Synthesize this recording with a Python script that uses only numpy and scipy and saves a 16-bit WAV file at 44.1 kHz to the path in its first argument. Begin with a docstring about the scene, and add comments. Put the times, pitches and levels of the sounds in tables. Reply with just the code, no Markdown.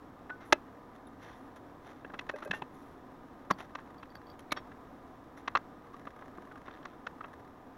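"""Short, dead clacks of steel on castings: gloved hands work a wrench and loose hardware in an engine bay.
The microphone is a small camera's, close to the hands, coloured by its case and the crowded bay.
The grip stops most knocks at once; a few free parts ring on, a washer tinkles, rubber gloves catch
and slip, and the tool's joint ticks. Behind the work, the garage hums steadily."""
import sys
import numpy as np
from scipy import signal
from scipy.fft import rfft, irfft
from scipy.io import wavfile
from scipy.ndimage import uniform_filter1d

SR = 44100
rng = np.random.default_rng(int(sys.argv[2]) if len(sys.argv) > 2 else 0)


def inscribe(sig):
    """Save sig as 16-bit PCM at rate SR to the path in sys.argv[1].

    A 1-D sig is mono; a 2-D sig holds one channel per row.
    Samples are clipped to [-1, 1] before scaling.
    """
    pcm = np.round(np.clip(np.atleast_2d(sig).T, -1, 1) * 32767)
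    wavfile.write(sys.argv[1], SR, pcm.astype(np.int16))


N = 342657

# garage air, behind the work: f/Hz, level/dB
GARAGE_AIR = [(15, -3), (45, -1.5), (120, 0.5), (180, -1.5), (330, 1.5), (420, -2), (1100, -6),
              (1400, -10.5), (1750, -13), (2500, -25), (4700, -33.5), (6000, -34.5), (8500, -40),
              (16000, -37.5)]
# resonances the hum stands in: f/Hz, width/Hz, gain/dB
HUM_RESONANCES = [(267.4, 61, 7.5), (474.8, 9.8, 6.2), (742, 89, 4.8), (1006, 85, 5), (1225, 45, 8.4),
                  (3600, 680, 4.1), (5500, 400, 3)]
# colour of the crowded bay and the camera case on everything near: f/Hz, gain/dB
CLOSE_COLOUR = [(40, -27), (150, -4.5), (350, -4), (1200, 1.5), (1850, 4.5), (2350, -2), (3200, 0.5),
                (4100, 0.5), (4900, -2.5), (5700, 4), (7200, -1.5), (7900, -15.5), (8500, -10.5),
                (10700, -2), (12200, -5.5), (13400, -19), (14200, -12.5), (15800, -21.5)]
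# narrow resonances of the bay's castings and hollows: f/Hz, width/Hz, gain/dB
BAY_RESONANCES = [(334.2, 90, 7.5), (585, 68, 4.5), (2050, 100, 2), (2600, 110, 4.5), (3530, 150, 3.5),
                  (4000, 180, 4), (5650, 270, 2.5), (10500, 300, 1)]

# spells in which the hand works the tool: start/s, end/s, tick level/dB
WORK_SPELLS = [(2.247, 2.51, -57), (3.554, 4.2, -65.5), (5.896, 6.6, -62.5), (7.272, 7.32, -60.5)]
# spectrum of the ticks: f/Hz, level/dB
TICK_SPECTRUM = [(150, -15), (600, -1.5), (950, -2), (1200, 1.5), (1400, -9), (1650, -3.5), (2500, -15),
                 (6000, -28), (11000, -24.5), (16000, -46)]
# glove and sleeve sliding over parts: t/s, length/s, level/dB, fizz/dB, unevenness of the grip/dB
GLOVE_SLIDES = [(0.403, .075, -53, -22, 2), (0.445, .12, -65, 7, 3), (0.944, 0.027, -53.5, -4, 10),
                (1.204, 0.21, -52, -12, 2.5), (1.334, 0.22, -70, 4, 4), (1.558, .034, -55.5, -2, 1.5),
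                (1.835, 0.19, -56.5, -10, 7), (2.349, 0.095, -54, -18, 10), (2.448, 0.013, -45, 4, 3),
                (2.537, 0.069, -49, -6, 4), (2.718, .28, -66, 3.5, 6), (3.575, 0.096, -51, -10, 5),
                (4.39, 0.021, -48, -0.5, 6), (4.561, 0.045, -44, -33, 3), (5.369, 0.058, -54.5, -6, -4),
                (6.631, 0.37, -55, -39, 15)]
# spectrum of the sliding: f/Hz, level/dB
SLIDE_SPECTRUM = [(150, -18), (600, 4.5), (1700, 0.5), (3500, -14.5), (6000, -17.5), (10500, -7),
                  (16000, -15)]
# resonances of the rubbed parts: f/Hz, width/Hz, gain/dB
RASP_RESONANCES = [(2090, 120, 3.5), (3200, 200, 7), (3600, 250, 8), (5960, 270, 5), (10750, 1100, -2)]
# touches on a loose washer: t/s, level/dB
WASHER_TOUCHES = [(3.521, -49), (3.982, -57), (4.102, -57.5), (4.153, -48), (4.269, -56), (4.300, -50)]

# a brief cluster of faint, thin high tones: f/Hz, level/dB, t60/s
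THIN_HIGH_TONES = [(3300, 0, .07), (3700, -1, .06), (4520, -3, .06), (5500, -3, 0.073)]

# modes of the parts that are free to ring: f/Hz, level/dB, t60/s
WASHER = [(3340, -5, 0.024), (4590, 1, 0.027), (5360, -11, .02), (12100, -11.5, 0.022)]
STUD = [(1493, 2.5, 0.15)]
BOLT = [(2690, 0, 0.03), (4110, -1, .017)]
CLIP = [(3670, 0, .025), (10600, -1, .029)]
CASTING = [(270, -9.5, 0.054), (339, 0.5, 0.033), (620, 0, 0.034), (1610, 1.5, 0.019), (2700, -3, .018)]
BRACKET = [(430, -1, 0.074), (550, 4.5, 0.055), (596, -4.5, 0.15), (1600, -8.5, 0.086), (2550, -19, 0.089)]
FRAME = [(168, -0.39, 0.022), (194, -1.2, 0.11)]
WRENCH = [(855, -3, 0.18), (1210, -12, .25), (1810, 2.5, 0.15), (2690, -5, 0.11), (2780, -4, 0.13),
          (3360, -15, 0.14)]
SOCKET = [(2240, -1.5, 0.036), (3800, -5, .02), (4100, -2.5, 0.017)]
# rings of struck parts, and the thin high tones: t/s, set of tones, level/dB, build-up/s
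RINGS = [(0.301, STUD, -37, 0.0011), (0.529, CASTING, -19.5, 0.001), (1.07, CLIP, -53.5, 0.001),
         (2.338, BRACKET, -33, 0.003), (2.457, BRACKET, -31.5, 0.0072), (2.5, FRAME, -34, 0.0022),
         (2.537, WRENCH, -41, 0.0022), (3.509, FRAME, -34, 0.0007), (4.509, SOCKET, -39, 0.001),
         (4.52, SOCKET, -25.5, 0.00077), (4.567, THIN_HIGH_TONES, -44.5, 0.0033),
         (5.553, BOLT, -25, 0.00092)]

# overtones that make the tool's clang: f/Hz, width/Hz, share of the clang
TOOL_OVERTONES = [(2656, 370, 1.0), (3250, 500, 0.81), (3900, 490, 0.43)]
# steel on engine parts, close up: t/s, level/dB over 10 ms, contact spread/s, part resonance f/Hz,
# its height/dB, thud against the mids/dB, clang/dB, treble slope/(dB per octave; harder is flatter)
STEEL_KNOCKS = [(0.3023, -39, 0.0022, 1580, 10, -9, 3, -20.5), (0.5281, -15.5, 0.0012, 880, 4.3, -5, 1, -9),
                (2.05, -42.5, 0.0012, 1730, 16, 9, 19, -29), (2.102, -48.5, 0.0014, 1590, 11, 7, 4, -20),
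                (2.1429, -39.5, 0.0032, 1240, 3.5, 4.5, 5, -17.5),
                (2.1939, -37.5, 0.0012, 2020, 9, -8, 12.5, -10),
                (2.2971, -32.5, 0.002, 1770, 8.2, -4, 4.5, -14.5),
                (2.428, -39.5, 0.0021, 1290, 11, 4, 5, -16.5),
                (2.5141, -29.5, 0.0011, 1710, 15.5, -0.5, 14.5, -11.5),
                (2.5372, -35, 0.0031, 1670, 13, -3, 0, -18),
                (2.623, -35.5, 0.0011, 913, 19.4, 6, 14.5, -17), (3.505, -33, 0.001, 1270, 18, 3, -1, -15),
                (3.512, -22, 0.0015, 1085, 14.5, 0.5, -6, -12),
                (3.6058, -42, 0.0029, 1150, 4.4, 6, 7.5, -13.5),
                (3.7554, -37, 0.0015, 1120, 12, -7, 2, -13), (3.789, -46, .0023, 1090, 10, -6, 0, -16.5),
                (4.0327, -47, 0.0017, 1100, 3.7, -8, 8, -15.5),
                (4.1556, -50, 0.00057, 1600, 13, 2, -4, -11.5),
                (4.5237, -28.5, 0.00153, 1174, 14, 2.5, 3.5, -8.5),
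                (4.5747, -39, 0.0019, 1230, 6.4, -1, 1, -14.5),
                (4.7207, -52.5, 0.0019, 1720, 9, -7, 4, -16),
                (5.4808, -31, .0014, 1076, 10.5, -19, 2.5, -13),
                (5.5567, -21, 0.0017, 1160, 21.3, -16.5, 4, -18.5),
                (5.5731, -31.5, 0.0013, 1120, 10, -19, -3.5, -12.5),
                (5.944, -46, 0.0021, 1165, 35, -13, -2, -11), (6.074, -40, 0.0015, 1180, 15, 4.5, 6, -19),
                (6.2245, -48, 0.002, 855, 7.5, -9, -2, -20), (6.3849, -44, 0.00069, 1150, 13, 12, 2, -26),
                (6.518, -48, 0.0022, 1470, 7, -6, -2, -20), (6.5602, -49.5, .0013, 1180, 15, -5, 1, -19),
                (6.6833, -43, 0.0016, 1130, 10, 0, 3, -18.5), (6.8566, -41, 0.0014, 1150, 8, -9, -3, -12),
                (7.071, -36, .0015, 1400, 12, -9, 3.5, -14), (7.2114, -40.5, 0.0015, 1210, 16, -17, 0, -20),
                (7.2461, -42.5, 0.0023, 1070, 5.9, -5, 13.5, -23.5)]

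THUD_HZ, BODY_HZ, MID_HZ, FIZZ_HZ = 250, 620, 1400, 8600  # a knock's bands
BODY_DB, BODY_SHARE, FIZZ_DB, FIZZ_SHARE = -0.5, 0.3, 7, 1.9  # gain at a 0 dB thud, dB per dB of thud


def undb(db):
    """Decibels to gain."""
    return 10 ** (np.asarray(db) / 20)


def unit(x):
    """Scale to an rms of 1."""
    return x / np.sqrt(np.mean(x ** 2) + 1e-30)


def add(out, start_s, sound):
    """Mix a sound in at a time."""
    i = max(int(start_s * SR), 0)
    out[i:i + len(sound)] += sound[:max(len(out) - i, 0)]


def freqs(size):
    """Bin frequencies for a block of samples, 1 Hz at the lowest."""
    return np.maximum(np.arange(size // 2 + 1) * SR / size, 1)


def curve(f, points):
    """Join points (f/Hz, level/dB) on a log-frequency axis."""
    hz, db = np.transpose(points)
    return np.interp(np.log(f), np.log(hz), db)


def bump(f, hz, width):
    """Shape of a resonance, 1 at its centre."""
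    return 1 / (1 + (2 * (f - hz) / width) ** 2)


def resonances(f, rows):
    """Sum of resonance shapes, each at its own height."""
    return sum(height * bump(f, hz, width) for hz, width, height in rows)


def colour(x, db):
    """Minimum-phase filter with the given gain per frequency."""
    size = len(x)
    cepstrum = irfft(db * np.log(10) / 20, size)
    cepstrum[1:size // 2] *= 2
    cepstrum[size // 2 + 1:] = 0
    return irfft(rfft(x) * np.exp(rfft(cepstrum)), size)


def flatten(x, width_hz=330):
    """Even out the broad humps of a burst's spectrum and keep its fine comb."""
    spectrum = rfft(x)
    power = uniform_filter1d(np.abs(spectrum) ** 2, max(int(width_hz * len(x) / SR), 2))
    return irfft(spectrum / np.sqrt(np.abs(power) + 1e-12), len(x))


def wander(rate_hz):
    """Slow random drift with an rms of 1."""
    hold = int(SR / rate_hz)
    steps = np.repeat(rng.standard_normal(N // hold + 1), hold)[:N]
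    return unit(uniform_filter1d(uniform_filter1d(steps, hold), hold))


def mode(hz, t60, rise_s=0.00056):
    """One tone that builds up quickly and dies away."""
    t = np.arange(int(t60 * SR) + 1) / SR
    return np.sin(2 * np.pi * hz * t) * np.exp(-np.log(1000) * t / t60) * (1 - np.exp(-t / rise_s))


def garage_hum(level_db=-52, waver_db=0.5):
    """Room tone: a fan-like rush that hums in a few fixed resonances and wavers slightly."""
    f = freqs(N)
    air = colour(rng.standard_normal(N), curve(f, GARAGE_AIR) + resonances(f, HUM_RESONANCES))
    return unit(air) * undb(level_db + waver_db * wander(rate_hz=9.9))


def bay_echo(x, low_t60=0.18, mid_t60=0.13, low_db=-16, mid_db=-23, split_hz=380, dull_hz=2600):
    """The bay holds the lows for a moment and the mids briefly; little treble comes back."""
    size = 16384
    t, f = np.arange(size) / SR, freqs(size)
    lows = 1 / (1 + (f / split_hz) ** 4)
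    mids = (1 - lows) / (1 + (f / dull_hz) ** 2)
    response = 0
    for band, t60, db in ((lows, low_t60, low_db), (mids, mid_t60, mid_db)):
        decay = np.exp(-np.log(1000) * t / t60) * (t > 0.004)  # first return after 4 ms
        tail = unit(rng.standard_normal(size) * decay) / np.sqrt(size)
        response = response + undb(db) * irfft(rfft(tail) * band, size)
    return signal.fftconvolve(x, response)[:N]


def path_to_mic(f):
    """Gain in dB of the short path from the hands through the bay to the microphone."""
    return curve(f, CLOSE_COLOUR) + resonances(f, BAY_RESONANCES)


def effort_db(rest_db=-71.5, ease_s=0.21):
    """Level of the ticks: it rises into each spell of work, holds and falls back."""
    t = np.arange(N) / SR
    level = rest_db
    for start, end, db in WORK_SPELLS:
        working = np.clip(1 + np.minimum(t - start, end - t) / ease_s, 0, 1)
        level = level + (db - rest_db) * working
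    return level


def joint_ticks(per_s=30, scatter_db=2.5, contact_s=0.0049, size=1024):
    """The play in the tool's joint gives faint, dull random taps."""
    out, f = np.zeros(N), freqs(N)
    age = np.arange(size) / SR / contact_s
    for slot_s in np.arange(0, N / SR, 1 / per_s):
        tick = unit(rng.standard_normal(size) * age * np.exp(-2 * age))
        start = slot_s + rng.random() / per_s
        add(out, start, tick * undb(scatter_db * np.clip(rng.standard_normal(), -2, 1)))
    return unit(colour(out, curve(f, TICK_SPECTRUM) + path_to_mic(f))) * undb(effort_db())


def glove_rubs(rise_share=0.11, fizz_hz=6800, size=32768, grains=256):
    """Rubber catches and slips: dense uneven grains that start fast, ebb, and rasp in the part beneath."""
    out, f = np.zeros(N), freqs(size)
    rasp_db = curve(f, SLIDE_SPECTRUM) + path_to_mic(f) + resonances(f, RASP_RESONANCES)
    for start, length, db, fizz_db, uneven_db in GLOVE_SLIDES:
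        catches = np.clip(rng.standard_normal(grains), -2, 1)
        grip = undb(uneven_db * np.repeat(catches, size // grains))
        hiss = colour(rng.standard_normal(size) * grip, rasp_db + fizz_db / (1 + (fizz_hz / f) ** 8))
        progress = np.arange(size) / SR / length
        stroke = np.clip(np.minimum(progress / rise_share, (1 - progress) / (1 - rise_share)), 0, 1)
        add(out, start, unit(hiss) * undb(db) * stroke)
    return out


def washer_tinkles(bounce_s=0.018, bounce_db=-7, detune=0.0063):
    """A loose washer rings thinly when touched and drops back once, more softly."""
    out = np.zeros(N)
    for start, db in WASHER_TOUCHES:
        for hz, mode_db, t60 in WASHER:
            ring = undb(db + mode_db) * mode(hz * (1 + detune * rng.standard_normal()), t60)
            add(out, start, ring)
            add(out, start + bounce_s * rng.uniform(0.59, 1.2), undb(bounce_db) * ring)
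    return out


def rings():
    """Struck free parts sound on in their own modes; once, faint, thin high tones are heard too."""
    out = np.zeros(N)
    for start, tones, db, rise_s in RINGS:
        for hz, tone_db, t60 in tones:
            add(out, start, undb(db + tone_db) * mode(hz, t60, rise_s))
    return out


def knock_tone(f, thud_db, slope_db):
    """A knock's tilt in dB: a blow that carries through the metal brings both thud and fizz."""
    lows = curve(f, [(THUD_HZ, thud_db), (BODY_HZ, BODY_DB + BODY_SHARE * thud_db), (MID_HZ, 0)])
    treble = slope_db * np.log2(np.maximum(f / MID_HZ, 1))
    fizz = (FIZZ_DB + FIZZ_SHARE * thud_db) / (1 + (FIZZ_HZ / f) ** 8)
    return lows + treble + fizz


def steel_knocks(swell=1.57, max_lead_s=0.0071, tail_db=-18, tail_s=0.0036, snap=0.75, grip=7.4):
    """Close to the microphone, steel chatters for a few ms: first touch, hard contact, quick scatter."""
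    size, contact = 4096, 512  # samples
    out, f = np.zeros(N), freqs(size)
    t = (np.arange(size) - contact) / SR
    overtones = resonances(f, TOOL_OVERTONES)
    for at_s, db, spread_s, part_hz, height_db, thud_db, clang_db, slope_db in STEEL_KNOCKS:
        scatter = undb(tail_db) * (t > 0) * np.exp(-np.abs(t) / tail_s)
        envelope = np.exp(-(t / (2 * swell * spread_s)) ** 2) + scatter
        touching = t > -min(3 * spread_s, max_lead_s)
        chatter = unit(flatten(rng.standard_normal(size) * envelope * touching)) / np.sqrt(size)
        chatter[contact] += snap
        # the part's resonance draws the mids to itself, and the tool's overtones stand above it
        part_db = height_db * (bump(f, part_hz, width=270) - 0.44 * bump(f, hz=1310, width=1100))
        ring = irfft(rfft(flatten(chatter)) * undb(part_db + clang_db * overtones), size)
        # the hand's grip stops the ring as the contact ends
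        damped = ring * touching * np.minimum(grip * envelope, 1)
        clack = colour(damped, knock_tone(f, thud_db, slope_db) + path_to_mic(f))
        gain = undb(db) * np.sqrt(0.01 * SR / size)  # the energy of 10 ms at this level
        add(out, at_s - contact / SR - 0.0003, unit(clack) * gain)
    return out


def scene():
    """Mono, at the engine bay: the work close by, its short echo and the garage behind."""
    work = steel_knocks() + rings() + washer_tinkles() + glove_rubs() + joint_ticks()
    return (work + bay_echo(work) + garage_hum())[None]


def record(dry):
    """The camera cuts the top steeply."""
    top_hz = 15850
    return signal.sosfilt(signal.ellip(10, 0.2, 70, top_hz, fs=SR, output="sos"), dry)


dry = scene()
out = record(dry)
inscribe(out)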